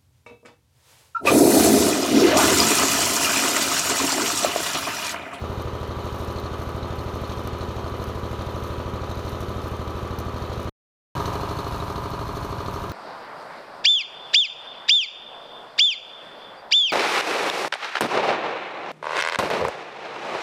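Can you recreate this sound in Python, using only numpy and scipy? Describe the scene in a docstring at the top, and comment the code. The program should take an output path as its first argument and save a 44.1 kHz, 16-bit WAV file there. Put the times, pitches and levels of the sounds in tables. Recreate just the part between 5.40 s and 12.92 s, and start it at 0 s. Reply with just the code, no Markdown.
"""A single-cylinder diesel generator thuds at about 13 firings a second while a stick welder crackles
on a steel bucket. The engine is a set of resonators under periodic impact: each cycle an exhaust puff
booms in the silencer, knocks ring the block and loose covers rattle. The arc fries and spits as shot
noise. The yard is heard low beside the bucket and then, after a short silence, facing the shed,
where a low wind rumbles."""
import sys
import numpy as np
from scipy import signal
from scipy.fft import rfft, irfft
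from scipy.io import wavfile
from scipy.ndimage import uniform_filter1d, map_coordinates

SR = 44100
rng = np.random.default_rng(int(sys.argv[2]) if len(sys.argv) > 2 else 0)


def store_wav(level_fs):
    """Save 16-bit WAV to argv[1]."""
    pcm = np.round(np.clip(np.atleast_2d(level_fs), -1, 1) * 32767)
    wavfile.write(sys.argv[1], SR, pcm.T.astype(np.int16))


N = 331632
TIME = np.arange(N) / SR

# Levels in all tables are relative.
# bright crackle of the arc, with the microphone's treble peaks: f/Hz, level/dB
CRACKLE_AT_MIC = [(600, -8.5), (2000, 2), (4200, 2.5), (5000, 3), (6300, 6), (7800, -6.5), (8600, -1.5),
                  (10000, 0), (10800, -5), (11800, 4.5), (12500, -1), (13200, 1.5), (14100, -7.5),
                  (15100, -1)]
# modes of the loose steel parts: f/Hz, level/dB, T60/s
STEEL_MODES = [(3700, -2.5, .06), (3890, -0.5, .06), (4010, -2.5, 0.073), (4204, 2.5, 0.036),
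               (4240, -2, 0.092), (4370, 0, 0.055), (4750, -7, 0.059), (5370, -10.5, 0.051),
               (5670, -4.5, .04), (6130, -6.5, .06), (6330, -6.5, 0.057), (6750, -9, .05), (7020, -13, .05),
               (8600, -13, 0.047), (9990, -16, 0.015), (11730, -16.5, .04)]
# hard jolts of the loose steel: t/s, level/dB
HARD_JOLTS = [(0.725, -37.5), (0.8026, -34), (0.9587, -34), (0.9834, -34), (1.8936, -35), (1.92, -33),
              (2.2314, -38), (2.3131, -39), (3.0116, -35), (3.7117, -31), (3.922, -38), (5.125, -40),
              (5.8554, -27), (6.1664, -39), (6.1886, -31), (6.3445, -32), (6.7366, -37), (7.204, -36)]


def undb(db):
    """Amplitude grows tenfold with every 20 dB."""
    return 10 ** (np.asarray(db) / 20)


def unit(x):
    """Normalisation to an rms of 1."""
    return x / np.sqrt(np.mean(x ** 2))


def colour(x, points, size=4096):
    """Minimum-phase filtering: a folded cepstrum makes the response (f/Hz, level/dB) causal."""
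    hz, db = np.transpose(points)
    bins = np.maximum(np.fft.rfftfreq(size, 1 / SR), 1)
    gain = undb(np.interp(np.log(bins), np.log(hz), db))
    cepstrum = irfft(np.log(gain))
    cepstrum[1:size // 2] *= 2
    cepstrum[size // 2 + 1:] = 0
    return signal.fftconvolve(x, irfft(np.exp(rfft(cepstrum))))[:N]


def butter(x, hz, kind, order=2):
    """Butterworth filtering, with a maximally flat passband."""
    return signal.sosfilt(signal.butter(order, hz, kind, fs=SR, output="sos"), x)


def pulses(times, sizes):
    """Impulse excitation: each brief event lasts one sample."""
    at = np.round(times * SR).astype(int)
    inside = (at >= 0) & (at < N)
    return np.bincount(at[inside], (sizes * np.ones(len(at)))[inside], N)


def fade(x, decay_s):
    """Exponential relaxation gives every impulse a tail."""
    return signal.lfilter([1], [1, -np.exp(-1 / (decay_s * SR))], x)


def ring(x, modes, flip=1):
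    """Modal superposition of damped sines; a negative flip puts neighbours in antiphase."""
    t = np.arange(SR // 3) / SR
    response = sum(flip ** k * undb(db) * np.sin(2 * np.pi * hz * t) * np.exp(-np.log(1000) * t / t60)
                   for k, (hz, db, t60) in enumerate(modes))
    return signal.fftconvolve(x, response)[:N]


def yard(x, echo_db=-6, spread_s=.016, count=12):
    """Interference with early echoes off the ground and nearby steel combs the spectrum."""
    place, size = rng.uniform(-1, 1, (count, 2)).T
    echoes = pulses(.0015 + spread_s * place ** 2, size * undb(echo_db) / np.linalg.norm(size))
    return (x + signal.fftconvolve(x, echoes[:SR // 10])[:N]) / np.hypot(1, undb(echo_db))


def arc(snaps_per_s, spread_db=7, burst_s=.0013, fry=.65, waver_db=1.74, wavers_per_s=6.5):
    """Shot noise: droplets short the arc at random, in snaps over an even frying."""
    when, chance = rng.random((int(snaps_per_s * N / SR), 2)).T
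    sizes = undb(spread_db * np.minimum(-np.log(1 - chance), 2.85))  # many small, few large
    power = fade(pulses(when * N / SR, sizes ** 2), burst_s)
    envelope = np.sqrt(power / power.mean() + fry)
    crackle = unit(colour(yard(envelope * rng.standard_normal(N)), CRACKLE_AT_MIC))
    # the arc length wavers in the welder's hand
    waver = map_coordinates(rng.standard_normal(256), [TIME * wavers_per_s], mode="mirror")
    return crackle * undb(waver_db * waver)


def spits(gain_db=.4, burst_s=.002, tail_s=.01, tail_db=-22):
    """Broadband transients: beads of molten metal burst; steel and ground scatter a short tail."""
    # bursting beads: t/s, level/dB
    beads = [(0.2208, -37), (0.746, -40), (0.847, -38), (0.999, -39), (1.2185, -40), (2.074, -32),
             (2.6402, -34.5), (3.021, -40), (3.715, -42), (3.754, -42), (4.006, -38), (4.281, -39.5),
             (4.788, -30), (4.8007, -35), (5.2, -42), (5.23, -38), (6.361, -40), (6.704, -37)]
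    times, db = np.transpose(beads)
    hits = pulses(times, undb(db + gain_db))
    envelope = fade(hits, burst_s) + undb(tail_db) * fade(hits, tail_s)
    return colour(butter(envelope * rng.standard_normal(N), 6900, "high", order=1), CRACKLE_AT_MIC)


def jolts(gain_db=-16, bounce_s=.006):
    """Noise-burst excitation: now and then the loose steel jumps harder and chatters in its modes."""
    times, db = np.transpose(HARD_JOLTS)
    chatter = fade(pulses(times, undb(db + gain_db)), bounce_s) * rng.standard_normal(N)
    return ring(chatter / np.sqrt(bounce_s * SR / 2), STEEL_MODES)


def liveliness(reach_s=.09):
    """Slow modulation, 0 to 1: the shaking builds before each hard jolt and dies down after it."""
    nearness = sum(np.exp(-.5 * ((TIME - at_s) / reach_s) ** 2) for at_s, _ in HARD_JOLTS)
    return np.tanh(nearness)


def tinks(fired, bursts, scatter_db=3.5, bounces=3):
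    """Repeated impact: shaken steel bounces, and each contact favours other modes."""
    times, sizes = [], []
    for delay, db, decay_s in bursts:
        lag_s = .6 * decay_s * rng.exponential(size=(len(fired), bounces))
        times.append((fired[:, None] + delay + lag_s).ravel())
        sizes.append(undb(db + scatter_db * rng.standard_normal(lag_s.size)))
    times, sizes = np.concatenate(times), np.concatenate(sizes)
    return unit(sum(ring(pulses(times, sizes * rng.standard_normal(len(times))), [mode])
                    for mode in STEEL_MODES))


def valve(fired, delay_s, db, scatter_db=1.5, jitter_s=.0003):
    """Impact across a clearance: a rocker takes up its slack with a small pitched tick."""
    # modes of the valve gear: f/Hz, level/dB, T60/s
    modes = [(4260, -0.5, .07), (5800, -11, .025), (6180, -8, .04)]
    late, strong = rng.standard_normal((2, len(fired)))
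    return ring(pulses(fired + delay_s + jitter_s * late, undb(db + scatter_db * strong)), modes)


def shaking(fired, bursts, scatter_db=2.5, rise_s=.0006):
    """Incoherent sources add in power: the envelope of parts jolted a few times a cycle."""
    power = 1
    for delay, db, decay_s in bursts:
        sizes = undb(db + scatter_db * rng.standard_normal(len(fired)))
        power = power + fade(pulses(fired + delay, sizes ** 2), decay_s)
    return unit(np.sqrt(uniform_filter1d(power, int(rise_s * SR))))


def turning(fired, repeat_share=.38, from_hz=260, to_hz=2000):
    """Cyclic noise of moving parts: some of the midrange repeats each cycle, the rest is fresh."""
    size = int(np.diff(fired).mean() * SR)
    fresh = rng.standard_normal(N)
    turn = unit(irfft(np.exp(2j * np.pi * rng.random(size // 2 + 1))))
    starts = np.round(np.append(fired[0] - size / SR, fired) * SR).astype(int)
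    n, hz = np.arange(N), np.fft.rfftfreq(N, 1 / SR)
    since_firing = n - starts[np.searchsorted(starts, n, "right") - 1]
    repeated = turn[since_firing % len(turn)]
    share = repeat_share * (hz > from_hz) / np.hypot(1, hz / to_hz)
    return irfft(np.sqrt(share) * rfft(repeated) + np.sqrt(1 - share) * rfft(fresh), N)


def clatter(fired, spectrum, covers, bursts, treble_db, split_hz=2600, width_hz=18):
    """Amplitude modulation: the low rush is almost even; treble and thin covers follow the shaking."""
    shake = shaking(fired, bursts)
    noise = turning(fired) * np.sqrt(SR / 2)
    low = butter(noise, split_hz, "low", order=3) * unit(shake ** .3)
    high = butter(noise, split_hz, "high", order=3) * unit(shake ** .71) * undb(treble_db)
    taps = rng.standard_normal(N) * shake
    singing = sum(undb(db) * unit(signal.lfilter(*signal.iirpeak(hz, hz / width_hz, SR), taps))
                  for hz, db in covers)
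    return colour(low + yard(high), spectrum) + singing


def rattle(fired, heard, spectrum, covers, bursts, rush_db, tink_db, treble_swell_db=1.25, swell_db=5):
    """Common modulation: around hard jolts the tinks swell, and the treble of the rush less so."""
    lively = liveliness()
    lively -= lively[heard].mean()
    rush = undb(rush_db) * clatter(fired, spectrum, covers, bursts, treble_swell_db * lively)
    return rush + undb(tink_db + swell_db * lively) * tinks(fired, bursts)


def combustion(fired, stages):
    """Impulse response to sudden ignition: a short, dry bark, then a clank from the cylinder."""
    return sum(ring(pulses(fired + delay_s, undb(db)), [(hz, 0, t60_s)])
               for delay_s, hz, db, t60_s in stages)


def block(fired, knocks, modes, scatter_db=.6, jitter_s=.00005):
    """Forced vibration: piston and valves knock the block; harder contact reaches higher modes."""
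    force = 0
    for delay, db, cutoff_hz in knocks:
        late, strong = rng.standard_normal((len(fired), 2)).T
        hits = pulses(fired + delay + jitter_s * late, undb(db + scatter_db * strong))
        force = force + butter(hits, cutoff_hz, "low", order=1)
    return butter(ring(force, modes, flip=-1.0044), 60, "high", order=1)


def exhaust(fired, modes, lead_s=.0016, scatter_db=.06):
    """Cavity resonance: one puff a cycle booms in the silencer."""
    puffs = pulses(fired - lead_s, undb(scatter_db * rng.standard_normal(len(fired))))
    return -butter(ring(puffs, modes), 30, "high")


def firings(speed, first_s):
    """Phase is the integral of frequency: the engine fires at each whole cycle."""
    cycles = np.cumsum(np.interp(TIME, *np.transpose(speed))) / SR
    cycles -= np.interp(first_s, TIME, cycles)
    return np.interp(np.arange(np.ceil(cycles[0]), cycles[-1]), cycles, TIME)


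def beside_bucket(end_s=5.2955):
    """Superposition of generator and arc at a point low beside the bucket."""
    # governed firing rate: t/s, f/Hz
    speed = [(.22, 12.809), (.61, 12.75), (1.35, 12.846), (1.85, 12.784), (2.8, 12.8), (3.7, 12.777),
             (4.25, 12.852), (4.9, 12.803)]
    # silencer modes: f/Hz, level/dB, T60/s
    silencer = [(82.3, -23.5, 0.35), (113.5, -25.5, 0.19), (178.6, -41, 0.22), (110, -29, 0.017)]
    # piston and valve knocks: t/s after firing, level/dB, cutoff f/Hz
    knocks = [(-0.00166, -11.5, 2420), (0.0186, 6, 274), (0.0321, -15.5, 2235), (0.0443, -5, 384),
              (0.0577, -4, 513)]
    # block and frame modes: f/Hz, level/dB, T60/s
    modes = [(200.3, -36, 0.24), (202.2, -34, 0.18), (196, -28, 0.011), (259, -40, 0.2),
             (396.2, -21, 0.033), (344.5, -29.5, 0.1), (406.9, -31.5, 0.24), (410.8, -21, 0.082),
             (444, -39, 0.12), (508, -31.5, 0.094), (515, -40, 0.208), (549.2, -42, 0.38), (616, -43, 0.09),
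             (614.6, -23, 0.022), (700, -49, 0.56), (806, -36, 0.41), (804.6, -30, 0.17),
             (967.3, -41, 0.27), (981.5, -35.5, 0.237), (996.4, -25.5, 0.082), (1155, -26.5, 0.215),
             (1160, -25.5, 0.22), (1266, -27.5, 0.042), (1291, -28, 0.29), (1291, -27.5, 0.14),
             (1460, -44, 0.21)]
    # rush of fan, gas and clatter: f/Hz, level/dB
    rush = [(25, -79.5), (120, -65.5), (420, -65.5), (720, -68.5), (1000, -69), (1280, -67), (1360, -73.5),
            (1900, -80), (2600, -82.5), (4250, -83.5), (4800, -94), (6400, -93.5), (7800, -102),
            (15000, -108)]
    # thin cover resonances: f/Hz, level/dB
    covers = [(1405, -65), (1470, -60), (2100, -74.5), (2365, -68), (2880, -66), (2960, -63.5), (3208, -62),
              (3400, -69), (3580, -64.5), (3758, -75), (4802, -72)]
    # rattle bursts: t/s after firing, level/dB, decay time/s
    bursts = [(-.001, 3, 0.0053), (0.021, 2, 0.011), (0.043, -12, .007)]
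    # combustion bark and clank: t/s after firing, f/Hz, level/dB, T60/s
    crack = [(.0178, 540, -28, 0.0095), (.0208, 1120, -31.5, .008)]
    heard = TIME < end_s
    fired = firings(speed, first_s=.0206)
    engine = undb(-1.13) * exhaust(fired, silencer) + undb(-.6) * block(fired, knocks, modes)
    engine += rattle(fired, heard, rush, covers, bursts, rush_db=.32, tink_db=-56.5)
    engine += combustion(fired, crack) + valve(fired, delay_s=.0235, db=-50)
    return heard * (engine + undb(-56) * arc(snaps_per_s=220))


def facing_shed(start_s=5.7515, end_s=7.6, opening_db=5, settle_s=.45):
    """Superposition of generator, arc and wind facing the shed; the level starts high and settles."""
    # governed firing rate: t/s, f/Hz
    speed = [(5.98, 12.843), (7, 12.785)]
    # silencer modes: f/Hz, level/dB, T60/s
    silencer = [(85.8, -28.5, 0.27), (110.4, -28.5, 0.45), (147.6, -30.5, 0.084), (100, -30, .014)]
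    # piston and valve knocks: t/s after firing, level/dB, cutoff f/Hz
    knocks = [(-0.00356, 1.5, 238), (0.0185, 6.5, 408), (0.0284, -14, 4149), (0.04215, -7, 3573),
              (0.059, -4.5, 1310)]
    # block and frame modes: f/Hz, level/dB, T60/s
    modes = [(187.2, -20.5, 0.251), (187, -20.5, 0.218), (296, -30.5, 0.09), (299.4, -35.5, 0.23),
             (337, -33, 0.082), (348.6, -32.5, 0.096), (408, -31.5, 0.13), (546, -38, 0.23),
             (578, -47.5, 0.21), (604, -28, 0.064), (605, -20, 0.02), (704, -32.5, 0.15),
             (698.5, -31, 0.15), (795, -58, 0.12), (840, -29.5, 0.057), (841, -31, 0.081),
             (900.6, -36.5, 0.11), (966, -20.5, 0.024), (970, -32.5, 0.39), (1020, -37, 0.24),
             (1019, -20.5, 0.052), (1173.4, -24, 0.1), (1180.4, -31.5, 0.14), (1207, -31.5, 0.17),
             (1268, -28.5, 0.036), (1380, -33, 0.01)]
    # low wind rumble, with the engine's rush and clatter: f/Hz, level/dB
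    wind_and_rush = [(28, -65), (52, -54.5), (75, -63), (120, -59), (220, -67), (720, -68.5), (960, -64),
                     (1300, -68), (1900, -79.5), (3300, -82), (4250, -79.5), (4800, -88.5), (6400, -93),
                     (7800, -97), (15000, -104)]
    # thin cover resonances: f/Hz, level/dB
    covers = [(1605, -54.5), (2369, -64), (2963, -60), (3205, -68)]
    # rattle bursts: t/s after firing, level/dB, decay time/s
    bursts = [(-.003, 7.5, 0.003), (0.018, 3.5, 0.0089), (.042, -8, 0.0073)]
    # combustion bark and clank: t/s after firing, f/Hz, level/dB, T60/s
    crack = [(.0172, 535, -28, 0.0079), (.0193, 1140, -28, .013)]
    heard = (TIME >= start_s) & (TIME < end_s)
    fired = firings(speed, first_s=5.7806)
    mix = undb(-1.5) * exhaust(fired, silencer) + undb(-1.3) * block(fired, knocks, modes)
    mix += rattle(fired, heard, wind_and_rush, covers, bursts, rush_db=-1, tink_db=-54.5)
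    mix += combustion(fired, crack) + valve(fired, delay_s=.0175, db=-43.5)
    settling = undb(opening_db * np.exp(-np.maximum(TIME - start_s, 0) / settle_s))
    return heard * settling * (mix + undb(-52.5) * arc(snaps_per_s=400))


def scene():
    """Pressures add: the two listening points in turn, with the hard jolts and spits on top."""
    return (beside_bucket() + facing_shed() + jolts() + spits())[None]


def record(dry, bass_hz=25, top_hz=15450):
    """Band limiting: the microphone loses the deepest bass and the very top."""
    bass_cut = butter(dry, bass_hz, "high", order=1)
    return signal.sosfilt(signal.ellip(12, .2, 80, top_hz, fs=SR, output="sos"), bass_cut)


dry = scene()
out = record(dry)
store_wav(out)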